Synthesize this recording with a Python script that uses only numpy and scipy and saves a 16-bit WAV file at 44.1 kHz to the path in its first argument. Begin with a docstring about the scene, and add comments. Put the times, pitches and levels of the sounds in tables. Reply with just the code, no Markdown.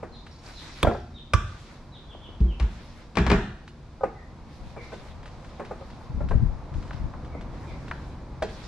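"""An open garage, heard from a body-worn microphone. Close by, on a workbench, the plastic seal of a tin
oil can scrapes and tears out of the spout. It is dropped into a wheelie bin further off to the left,
whose lid slams, clattering over the boom of the hollow body. The can is carried to the door, its thin
walls popping in the grip, with finger ticks and dull footsteps. Clothing swishes, distant traffic and
birds come in from outside, and puffs of wind brush the microphone's ports."""
import numpy as np
from scipy import signal
from scipy.fft import rfft, irfft, next_fast_len
import sys
import numpy as np
from scipy import signal
from scipy.fft import rfft, irfft, next_fast_len
from scipy.io import wavfile

SR = 44100
rng = np.random.default_rng(int(sys.argv[2]) if len(sys.argv) > 2 else 0)


def to_wav(s):
    """Save 16-bit WAV."""
    ch = np.atleast_2d(s).T  # columns
    pcm = np.round(np.clip(ch, -1, 1) * 32767)  # PCM
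    wavfile.write(sys.argv[1], SR, pcm.astype(np.int16))


N = 382347
TIME = np.arange(N) / SR
AGE = np.arange(SR // 2) / SR   # seconds since a blow

# the outdoors, louder when the doorway is near and faced: time_s, gain_db
DOORWAY = [(0, 3), (1.2, -2.5), (2.3, 4.5), (3.7, -1.5), (4.8, 5.5), (7.7, 10), (8.3, 6.5), (8.67, 7.5)]
# distant traffic and its low rumble: freq_hz, level_db
TRAFFIC = [(160, -36), (280, -35.5), (476, 4), (763, 1.5), (1030, 1.5), (1570, -10.5), (2490, -17.5),
           (3600, -48), (7000, -110)]
RUMBLE = [(20, -2), (45, 2.5), (76, 1), (103, -6), (139, -2), (180, -7.5), (244, -10.5), (350, -13.5),
          (500, -25.5), (1500, -120)]
# clothing rubs as the arms and body move: start_s, length_s, level_db
SWISHES = [(.26, 0.16, -63), (.44, 0.4, -47.5), (1.45, 0.28, -54), (2.68, 0.3, -54.5), (4.48, 0.25, -58),
           (4.8, 0.26, -53.5), (5.3, 0.74, -60), (6.75, 0.23, -56.5), (7.52, 0.55, -57), (8.47, 0.23, -49)]
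# hiss of cloth and still air: freq_hz, level_db
HISS = [(1000, 3), (2300, 2.5), (2900, -2), (3900, 0.5), (4700, -2), (5500, -4.5), (7400, -12), (8600, -17),
        (10000, -20), (12500, -28.5), (16000, -66)]
# two low thumps of footsteps, then puffs of wind: start_s, length_s, level_db
THUMPS_AND_PUFFS = [(4.63, 0.032, -34.5), (5.11, 0.015, -35), (6.13, 0.12, -25.5), (6.28, 0.23, -22),
                    (6.75, 0.01, -20.5), (6.92, 0.14, -32.5)]
# low buffeting at the ports: freq_hz, level_db
BUFFETING = [(20, 6), (55, 5.5), (120, 1), (220, -11.5), (350, -20), (600, -53), (3000, -120)]

# a can wall buckles in the grip: start_s, level_db, pitch_hz, crackle_db
POPS = [(.027, -32, 521, -38.5), (.846, -12.5, 683, -27.5), (.869, -7.5, 593, -24.5), (.910, -22, 702, -38),
        (.945, -22.5, 559, -41), (4.007, -25.5, 540, -59), (4.033, -9, 527, -30),
        (4.762, -34.5, 523, -41.5), (4.919, -32.5, 657, -40), (5.595, -22.5, 467, -35),
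        (5.708, -24, 523, -39), (5.809, -34, 537, -55), (6.204, -28.5, 588, -43), (6.307, -21.5, 680, -34),
        (8.42, -18, 633, -30.5)]
# modes of the tin wall: pitch_ratio, level_db, t60_s
WALL_MODES = [(.78, -22, .07), (1, 0, .06), (1.22, -13, .07), (1.42, -9, .05), (1.57, -9, .05),
              (1.88, -18, .06), (2.32, -12, .08), (2.8, -22, .04)]
# crackle of buckling tin: freq_hz, level_db
CRACKLE = [(250, -2.5), (450, 11.5), (900, 0), (1300, -5.5), (1700, -9), (2500, -15), (3200, -31.5),
           (5500, -32.5), (9000, -38.5), (15000, -59)]
# bird calls outside: start_s, top_pitch_hz, level_db, slur_share_of_pitch
BIRD_CALLS = [(0.118, 4170, -45.5, 0.13), (0.551, 4130, -41, 0.13), (1.14, 3800, -42.5, 0.075),
              (1.92, 3956, -45, 0.19), (2.085, 3440, -45.5, 0.13), (2.215, 3460, -44.5, .17),
              (2.478, 3210, -45, 0.17), (4.15, 2030, -49.5, 0.103), (4.765, 2340, -43, 0.1),
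              (7.315, 2274, -49.5, 0.15), (7.668, 2426, -47.5, 0.17)]
# thin high ringing in the scrape: freq_hz, level_db, t60_s
SCRAPE_RING = [(3130, -14, .04), (4000, 1, 0.035), (4640, 9, .025), (5490, 4, 0.083), (6570, -8, 0.066),
               (7260, -11, .05), (9800, -12.5, .03)]
# fingertips on the tin: start_s, level_db
TICKS = [(.265, -37), (3.677, -35.5), (5.257, -35), (5.649, -35.5), (6.287, -34), (6.357, -47),
         (6.825, -38.5), (6.876, -42), (6.93, -37), (7.41, -37.5), (7.881, -35.5), (8.4233, -20.5)]
# dull knocks of footsteps and handling: start_s, level_db, pitch_hz
KNOCKS = [(2.148, -32, 670), (2.288, -32, 496), (6.011, -36, 870), (6.908, -27, 1500), (7.137, -31, 1100),
          (7.35, -23.5, 497), (7.9121, -17.5, 1490)]
# body of a tick or knock: pitch_ratio, level_db
KNOCK_BODY = [(.2, -36), (.5, 1), (1, 3), (1.3, -1), (2.2, -17), (8, -55)]
# bright edge of a finger tick or a lid crack: freq_hz, level_db
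BRIGHT_EDGE = [(1200, -16), (2600, 21), (4500, 17), (7000, 6), (10000, -1), (15000, -74)]

# the seal tears: start_s, snap_db, spout_pitch_hz, ring_db, bench_thud_db, room_send_db
TEARS = [(0.829, -12.5, 3310, -19, -17, -16), (1.335, -14.5, 1158, -14, -19, -7.5)]
# snap of the plastic: freq_hz, level_db
SNAP = [(200, -17), (550, 12), (800, -4.5), (1100, 9), (1900, -8), (2400, 3), (2900, -6), (3500, -1),
        (4300, -17), (5600, -33), (9000, -13), (11500, -25.5), (14000, -39), (16000, -76)]
# the spout's noisy resonance: pitch_ratio, level_db
SPOUT_BAND = [(.6, -59), (.88, -15), (1, 3.5), (1.2, -6.5), (1.6, -19.5), (2.05, -16), (2.4, -45),
              (3.3, -36), (4.5, -18.5), (5.8, -30), (7.5, -34), (13, -85)]
# the spout's clear tones: pitch_ratio, level_db, t60_cycles
SPOUT_MODES = [(1.001, -5, 300), (1.151, -6.5, 130), (2.02, -8, 87)]
# modes of the workbench: freq_hz, level_db, t60_s
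BENCH_MODES = [(78, 9, 0.062), (119, -5, 0.082), (151, -6, 0.16), (232, -12.5, 0.048), (300, -11, 0.046)]
# the can rocks back on the bench: start_s, level_db
CAN_ROCK = [(0.87, -14)]

# the hollow bin booms: start_s, level_db, length_s
BOOMS = [(2.404, -13.5, .105), (2.605, -14.5, 0.058), (3.192, -17, 0.076), (3.273, -12.5, .055)]
# modes of the air in the bin: freq_hz, level_db, t60_s
BIN_MODES = [(59.3, 1.5, 0.52), (119, -19, .25), (174.5, -19, 0.6), (331, -33, .05)]
# the lid is lifted, let go and bounces: start_s, clatter_db, thud_db
LID_BLOWS = [(2.404, -58, -20.5), (2.598, -34, -34), (2.626, -48.5, -31.5), (3.154, -35.5, -50),
             (3.17, -19, -35), (3.185, -27, -22), (3.265, -23.5, -33), (3.2996, -18.5, -22),
             (3.315, -18, -16), (3.33, -36, -25)]
# thud of the bin walls and clatter of the lid: freq_hz, level_db
THUD = [(25, -12.5), (50, 5), (90, -1), (135, 3.5), (185, -3), (260, -13), (380, -10), (550, -35.5),
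        (1500, -67.5)]
CLATTER = [(70, 7), (150, 11), (300, 3), (600, 3.5), (950, 4.5), (1400, -2), (1800, -2), (2300, -2.5),
           (3000, -19), (5000, -18.5), (7500, -63), (11000, -36.5), (16000, -65)]
# modes of the lid panel: freq_hz, level_db, t60_s
LID_MODES = [(406, 0.5, .16), (507, 1, 0.14), (918, -4.5, 0.16), (1145, -2.5, 0.18), (1725, -11, .07),
             (2410, -1.5, 0.083)]

# stereo width of the open air and of the garage: freq_hz, side_minus_mid_db
AIR_WIDTH = [(30, -24), (120, -25), (400, -14), (1000, -10.5), (3000, -5), (8000, -0.5)]
ROOM_WIDTH = [(60, -44), (400, -18), (1000, -6), (3000, -4), (8000, 2.5)]
# decay of the garage: freq_hz, t60_s
ROOM_T60 = [(60, 0.46), (350, 0.43), (1200, 0.54), (4500, 0.58), (12000, 0.37)]
# colour of its reflections: freq_hz, level_db
ROOM_COLOUR = [(60, 14.5), (250, 15.5), (600, 1.5), (1300, 7.5), (5000, 3.5), (12000, -1.5)]
# where the can and the bin sit at the microphone: freq_hz, left_minus_right_db
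CAN_SIDE = [(200, -9), (600, 0.5), (2500, 3), (5000, -2.5), (9000, -5)]
BIN_SIDE = [(80, 0), (300, 1), (900, 5.5), (2500, 9), (6000, 4), (11000, 0.5)]


def from_db(db):
    """Decibels to gain."""
    return 10 ** (np.asarray(db) / 20)


def at_hz(points, hz):
    """Read a table on a log-frequency axis."""
    freqs, values = np.transpose(points)
    return np.interp(np.log(np.maximum(hz, 1)), np.log(freqs), values)


def colour(x, spectrum, power=1, size=8192):
    """Minimum-phase filter with the given response, raised to a power."""
    gain = from_db(at_hz(spectrum, np.arange(size // 2 + 1) * SR / size))
    cepstrum = irfft(power * np.log(gain))
    cepstrum[1:size // 2] *= 2
    cepstrum[size // 2 + 1:] = 0
    return signal.fftconvolve(x, irfft(np.exp(rfft(cepstrum))))[:len(x)]


def noise(spectrum, count=N):
    """Coloured noise of rms 1."""
    size = next_fast_len(count)
    gain = from_db(at_hz(spectrum, np.linspace(0, SR / 2, size + 1)))
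    x = irfft(rfft(rng.standard_normal(2 * size)) * gain)[:count]
    return x / np.std(x)


def wide_noise(spectrum, width, count=N):
    """Diffuse sound: alike at both ports in the bass, unrelated in the treble."""
    mid, side = noise(spectrum, count), colour(noise(spectrum, count), width)
    return np.array([mid + side, mid - side])


def fade(t60, hold=0):
    """Steady while driven, then dying away."""
    return from_db(-60 * np.maximum(AGE - hold, 0) / max(t60, 1e-3))


def swells(rows, attack_s, release_s):
    """Each swell rises, holds for its length and dies away; their powers add."""
    power = 0
    for s, length, db in rows:
        rise = np.clip((TIME - s) / attack_s + .5, 0, 1)
        fall = np.exp(-np.maximum(TIME - s - length, 0) / release_s)
        power += (from_db(db) * rise * fall) ** 2
    return np.sqrt(power)


def even_rattle(envelope, passes=3):
    """Noise under an envelope, evened out so that no single pitch stands out."""
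    x, norm = rng.standard_normal(len(envelope)), np.linalg.norm(envelope)
    for _ in range(passes):
        flat = irfft(np.exp(1j * np.angle(rfft(x * envelope))), len(envelope))
        x = np.clip(flat * norm / (envelope + 1e-9), -2, 2)
    return x * envelope * norm / np.linalg.norm(x * envelope)


def burst(spectrum, t60, hold=0, rise_s=0.00032):
    """Many close modes struck together: a short coloured rattle that starts near rms 1."""
    gain = from_db(at_hz(spectrum, np.linspace(0, SR / 2, len(AGE))))
    rattle = even_rattle(fade(t60, hold) * np.minimum(AGE / rise_s, 1))
    return colour(rattle, spectrum) / np.sqrt(np.mean(gain ** 2))


def ring(modes, pitch=1, hold=0, spread_db=2.0):
    """Damped modes; each blow shares its strength among them a little differently."""
    out = 0
    for k, (hz, db, t60) in enumerate(modes):
        strength = (-1) ** k * from_db(db + spread_db * rng.standard_normal())
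        out += strength * np.sin(2 * np.pi * hz * pitch * AGE) * fade(t60, hold)
    return out


def add(track, s, sound):
    """Mix a sound in at s seconds."""
    start = max(round(s * SR), 0)
    track[start:start + len(sound)] += sound[:N - start]


def doorway_db():
    """Gain of the outdoors as the microphone moves and turns."""
    return np.interp(TIME, *np.transpose(DOORWAY))


def traffic(threshold_s=7.59, passing_s=1.09, hum_hz=232):
    """Distant traffic and a faint wavering hum; the rumble swells once, on passing the threshold."""
    waver = 1 + .5 * noise([(3, 7), (30, -75), (300, -120)])
    hum = from_db(-57.5) * np.sin(2 * np.pi * hum_hz * TIME) * waver
    rumble_db = -45.5 + 9 / (1 + ((TIME - threshold_s) / passing_s) ** 2)
    rumble = from_db(rumble_db) * wide_noise(RUMBLE, AIR_WIDTH)
    road = from_db(-58 + doorway_db()) * wide_noise(TRAFFIC, AIR_WIDTH)
    return rumble + road + hum


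def rubbing(shift_db=2.8, catches_per_s=500, catch_spread_db=5, grit_db=-4):
    """Fibres slide and catch in tiny grains, while the colour shifts band by band; rms 1."""
    catches = (rng.random((2, N)) < catches_per_s / SR) * rng.choice([-1, 1], (2, N))
    strength = from_db(catch_spread_db * np.clip(rng.standard_normal(N), -2, 2))
    grit = np.array([colour(side, HISS) for side in catches * strength])
    rest = wide_noise(HISS, AIR_WIDTH) + from_db(grit_db) * grit / np.std(grit)
    out = 0
    for top_hz in (2500, 4000, 6000, 9000, 17000):
        band = signal.sosfiltfilt(signal.butter(4, top_hz, fs=SR, output="sos"), rest)
        out += band * from_db(shift_db * noise([(8, 0), (40, -40), (200, -120)]))
        rest = rest - band
    return out / np.std(out)


def clothing():
    """Gritty swishes of cloth right by the microphone, over a hiss that lifts a little at the door."""
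    hiss = from_db(-63 + 0.2 * doorway_db()) * wide_noise(HISS, AIR_WIDTH)
    return hiss + swells(SWISHES, attack_s=0.065, release_s=0.1) * rubbing()


def wind_and_steps(lumpy_db=4.5):
    """Two footstep thumps and puffs of wind on a breeze that grows at the door, mostly on the left."""
    breeze = from_db(-60 + 1.36 * doorway_db())
    surges = swells(THUMPS_AND_PUFFS, attack_s=0.097, release_s=0.041)
    lumps = from_db(lumpy_db * noise([(25, -9.5), (100, -29.5), (400, -90)]))
    buffeting = noise(BUFFETING)
    left = from_db(1) * buffeting
    right = from_db(-14) * buffeting + from_db(-8) * noise(BUFFETING)
    return np.hypot(breeze, surges) * lumps * np.array([left, right])


def can_walls(buckle_s=.011, crackle_t60=0.16, rise_s=0.0027):
    """A tin wall is driven while it buckles, then the oil and the hand damp it quickly."""
    out = np.zeros(N)
    for s, db, hz, crackle_db in POPS:
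        hold = buckle_s * np.exp(.04 * (-25 - db))   # weaker pops give way more slowly
        tone = from_db(db - 7.5) * ring(WALL_MODES, hz, hold) * np.minimum(AGE / rise_s, 1)
        crackle = from_db(crackle_db + 4) * burst(CRACKLE, crackle_t60, hold / 2, rise_s)
        add(out, s, tone + crackle)
    return out


def birds(call_s=.06, top_at=.15, clear_share=.25, scatter_db=5, scatter_build_s=.02):
    """Calls start clear, hook over their top pitch and slur down raspily; houses and trees scatter them."""
    calls = np.zeros(N)
    progress = np.minimum(AGE / call_s, 1)
    envelope = np.sqrt(np.abs(np.sin(np.pi * progress)))
    fall = np.sin(np.pi / 2 * (progress - top_at) / (1 - top_at)) ** 2
    rasp = 0.08 * np.sqrt(np.maximum(progress - clear_share, 0))
    for s, hz, db, slur in BIRD_CALLS:
        pitch = hz * (1 - slur * fall + rasp * noise([(500, 0), (1500, -40)], len(AGE)))
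        add(calls, s, from_db(db) * envelope * np.sin(2 * np.pi * np.cumsum(pitch) / SR))
    echoes = rng.standard_normal((2, len(AGE))) * fade(t60=.55) * np.minimum(AGE / scatter_build_s, 1)
    scattered = signal.fftconvolve(calls[None], echoes / np.linalg.norm(echoes[0]), axes=1)[:, :N]
    return calls + from_db(scatter_db) * scattered


def seal_scrape(start_s=0.21, length_s=0.76, level_db=-62, slips_per_s=220, uneven_db=4):
    """The stretched plastic slips in tiny jerks with a thin high ringing, louder as the pull grows."""
    slips = (rng.random(N) < slips_per_s / SR) * from_db(uneven_db * rng.standard_normal(N))
    ringing = signal.fftconvolve(slips, ring(SCRAPE_RING))[:N]
    pull = swells([(start_s, length_s, level_db)], attack_s=length_s / 2, release_s=0.1)
    return pull * ringing / np.std(ringing)


def knock(hz, rattle_t60=0.034, knock_t60=0.0018):
    """A quickly damped knock inside a short rattle."""
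    rattle = burst([(hz * ratio, db) for ratio, db in KNOCK_BODY], rattle_t60)
    return rattle / 2 + ring([(hz, -5, knock_t60)])


def ticks_and_knocks(tick_hz=1630, ring_hz=548, walk_s=(4.4, 8.2), faint_count=8, faint_db=-40):
    """Fingertips tick on the tin; footsteps and handling give dull knocks with a faint ring."""
    out = np.zeros(N)
    faint = [(s, faint_db) for s in rng.uniform(*walk_s, faint_count)]   # the grip shifts on the walk
    for s, db in TICKS + faint:
        add(out, s, from_db(db) * (knock(tick_hz) + from_db(-16) * burst(BRIGHT_EDGE, t60=0.12)))
    for s, db, hz in KNOCKS:
        add(out, s, from_db(db) * (knock(hz) + from_db(-17) * ring(WALL_MODES, ring_hz)))
    return out


def seal_tears(spout_t60_cycles=75):
    """Each tear snaps and rings the spout; gives the close sound and what the room gets."""
    close, to_room = np.zeros(N), np.zeros(N)
    for s, snap_db, hz, ring_db, _, room_db in TEARS:
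        band = [(hz * ratio, db) for ratio, db in SPOUT_BAND]
        modes = [(hz * ratio, db, cycles / (hz * ratio)) for ratio, db, cycles in SPOUT_MODES]
        spout = burst(band, spout_t60_cycles / hz, rise_s=0.00186)
        spout += from_db(-7) * ring(modes, spread_db=1)
        crack = from_db(snap_db) * burst(SNAP, t60=0.025, hold=0.0004) + from_db(ring_db) * spout
        add(close, s, crack)
        add(to_room, s, from_db(room_db) * crack)
    return close, to_room


def bench(lag_s=0.0044, lowest_hz=55):
    """The workbench thuds just after each tear and when the can rocks back."""
    out = np.zeros(N)
    recoils = [(s + lag_s, thud_db) for s, _, _, _, thud_db, _ in TEARS]
    for s, db in recoils + CAN_ROCK:
        add(out, s, from_db(db) * ring(BENCH_MODES, spread_db=4.5))
    return signal.sosfilt(signal.butter(2, lowest_hz, "high", fs=SR, output="sos"), out + 1e-18)


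def bin_boom(swell_s=0.015, damped_t60=.05):
    """The air in the bin swings for a few cycles until the hand or the rim stops it short."""
    out = np.zeros(N)
    for s, db, length in BOOMS:
        envelope = np.minimum(AGE / swell_s, 1) * fade(damped_t60, length)
        add(out, s, from_db(db) * ring(BIN_MODES, spread_db=2.5) * envelope)
    return out


def bin_lid(detune=.01):
    """Each blow thuds in the bin walls and cracks and clatters in the lid."""
    thud, clatter = np.zeros(N), np.zeros(N)
    for s, clatter_db, thud_db in LID_BLOWS:
        add(thud, s, from_db(thud_db) * burst(THUD, t60=0.26))
        # the lid bends, so it rings a little differently each time
        clack = ring(LID_MODES, pitch=1 + detune * rng.standard_normal())
        add(clatter, s, from_db(clatter_db) * (burst(CLATTER, t60=0.13) + from_db(-11) * clack))
        crack_db = -17 + 0.58 * clatter_db
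        add(clatter, s, from_db(crack_db) * burst(BRIGHT_EDGE, t60=0.038))
    return thud, clatter


def garage(x, delay_s=0.0019, build_s=0.0041):
    """Diffuse reflections that build up, then die away octave by octave."""
    age = np.arange(SR) / SR
    diffuse, tail = wide_noise(ROOM_COLOUR, ROOM_WIDTH, SR), 0
    for hz in np.geomspace(50, 12800, 9):
        octave = signal.butter(2, [hz / np.sqrt(2), hz * np.sqrt(2)], "band", fs=SR, output="sos")
        tail += signal.sosfilt(octave, diffuse) * from_db(-60 * age / at_hz(ROOM_T60, hz))
    tail *= np.clip((age - delay_s) / build_s, 0, 1)
    return signal.fftconvolve(x[None], tail / np.sqrt(np.sum(tail ** 2) / 2), axes=1)[:, :N]


def from_side(x, balance):
    """The microphone's body shades the far port."""
    return np.array([colour(x, balance, 1 / 2), colour(x, balance, -1 / 2)])


def at_ports(x):
    """The left port hears one sample after the right."""
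    return np.array([np.pad(x[0], (1, 0))[:N], x[1]])


def scene():
    """The can is close, the bin further off to the left, and the birds come in through the open door."""
    snaps, snaps_to_room = seal_tears()
    handling = can_walls() + ticks_and_knocks() + seal_scrape()
    bench_thud, boom = bench(), bin_boom()
    bin_thud, clatter = bin_lid()
    close_direct = from_side(snaps + handling + bench_thud, CAN_SIDE)
    bin_direct = from_side(boom + bin_thud + clatter, BIN_SIDE)
    close_to_room = snaps_to_room + from_db(-10) * bench_thud + from_db(-10.5) * handling
    bin_to_room = from_db(-19) * boom + from_db(-13) * bin_thud + from_db(-2.5) * clatter
    room = garage(close_to_room + bin_to_room)
    arriving = at_ports(close_direct + bin_direct + room + traffic())
    return arriving + from_db(-6) * birds() + clothing() + wind_and_steps()


def record(dry, bass_hz=20, stopband_hz=16600):
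    """The body-worn microphone loses the deepest bass and the very top."""
    bass_cut = signal.butter(2, bass_hz, "high", fs=SR, output="sos")
    top_cut = signal.cheby2(14, 70, stopband_hz, fs=SR, output="sos")
    return signal.sosfilt(top_cut, signal.sosfilt(bass_cut, dry))


dry = scene()
out = record(dry)
to_wav(out)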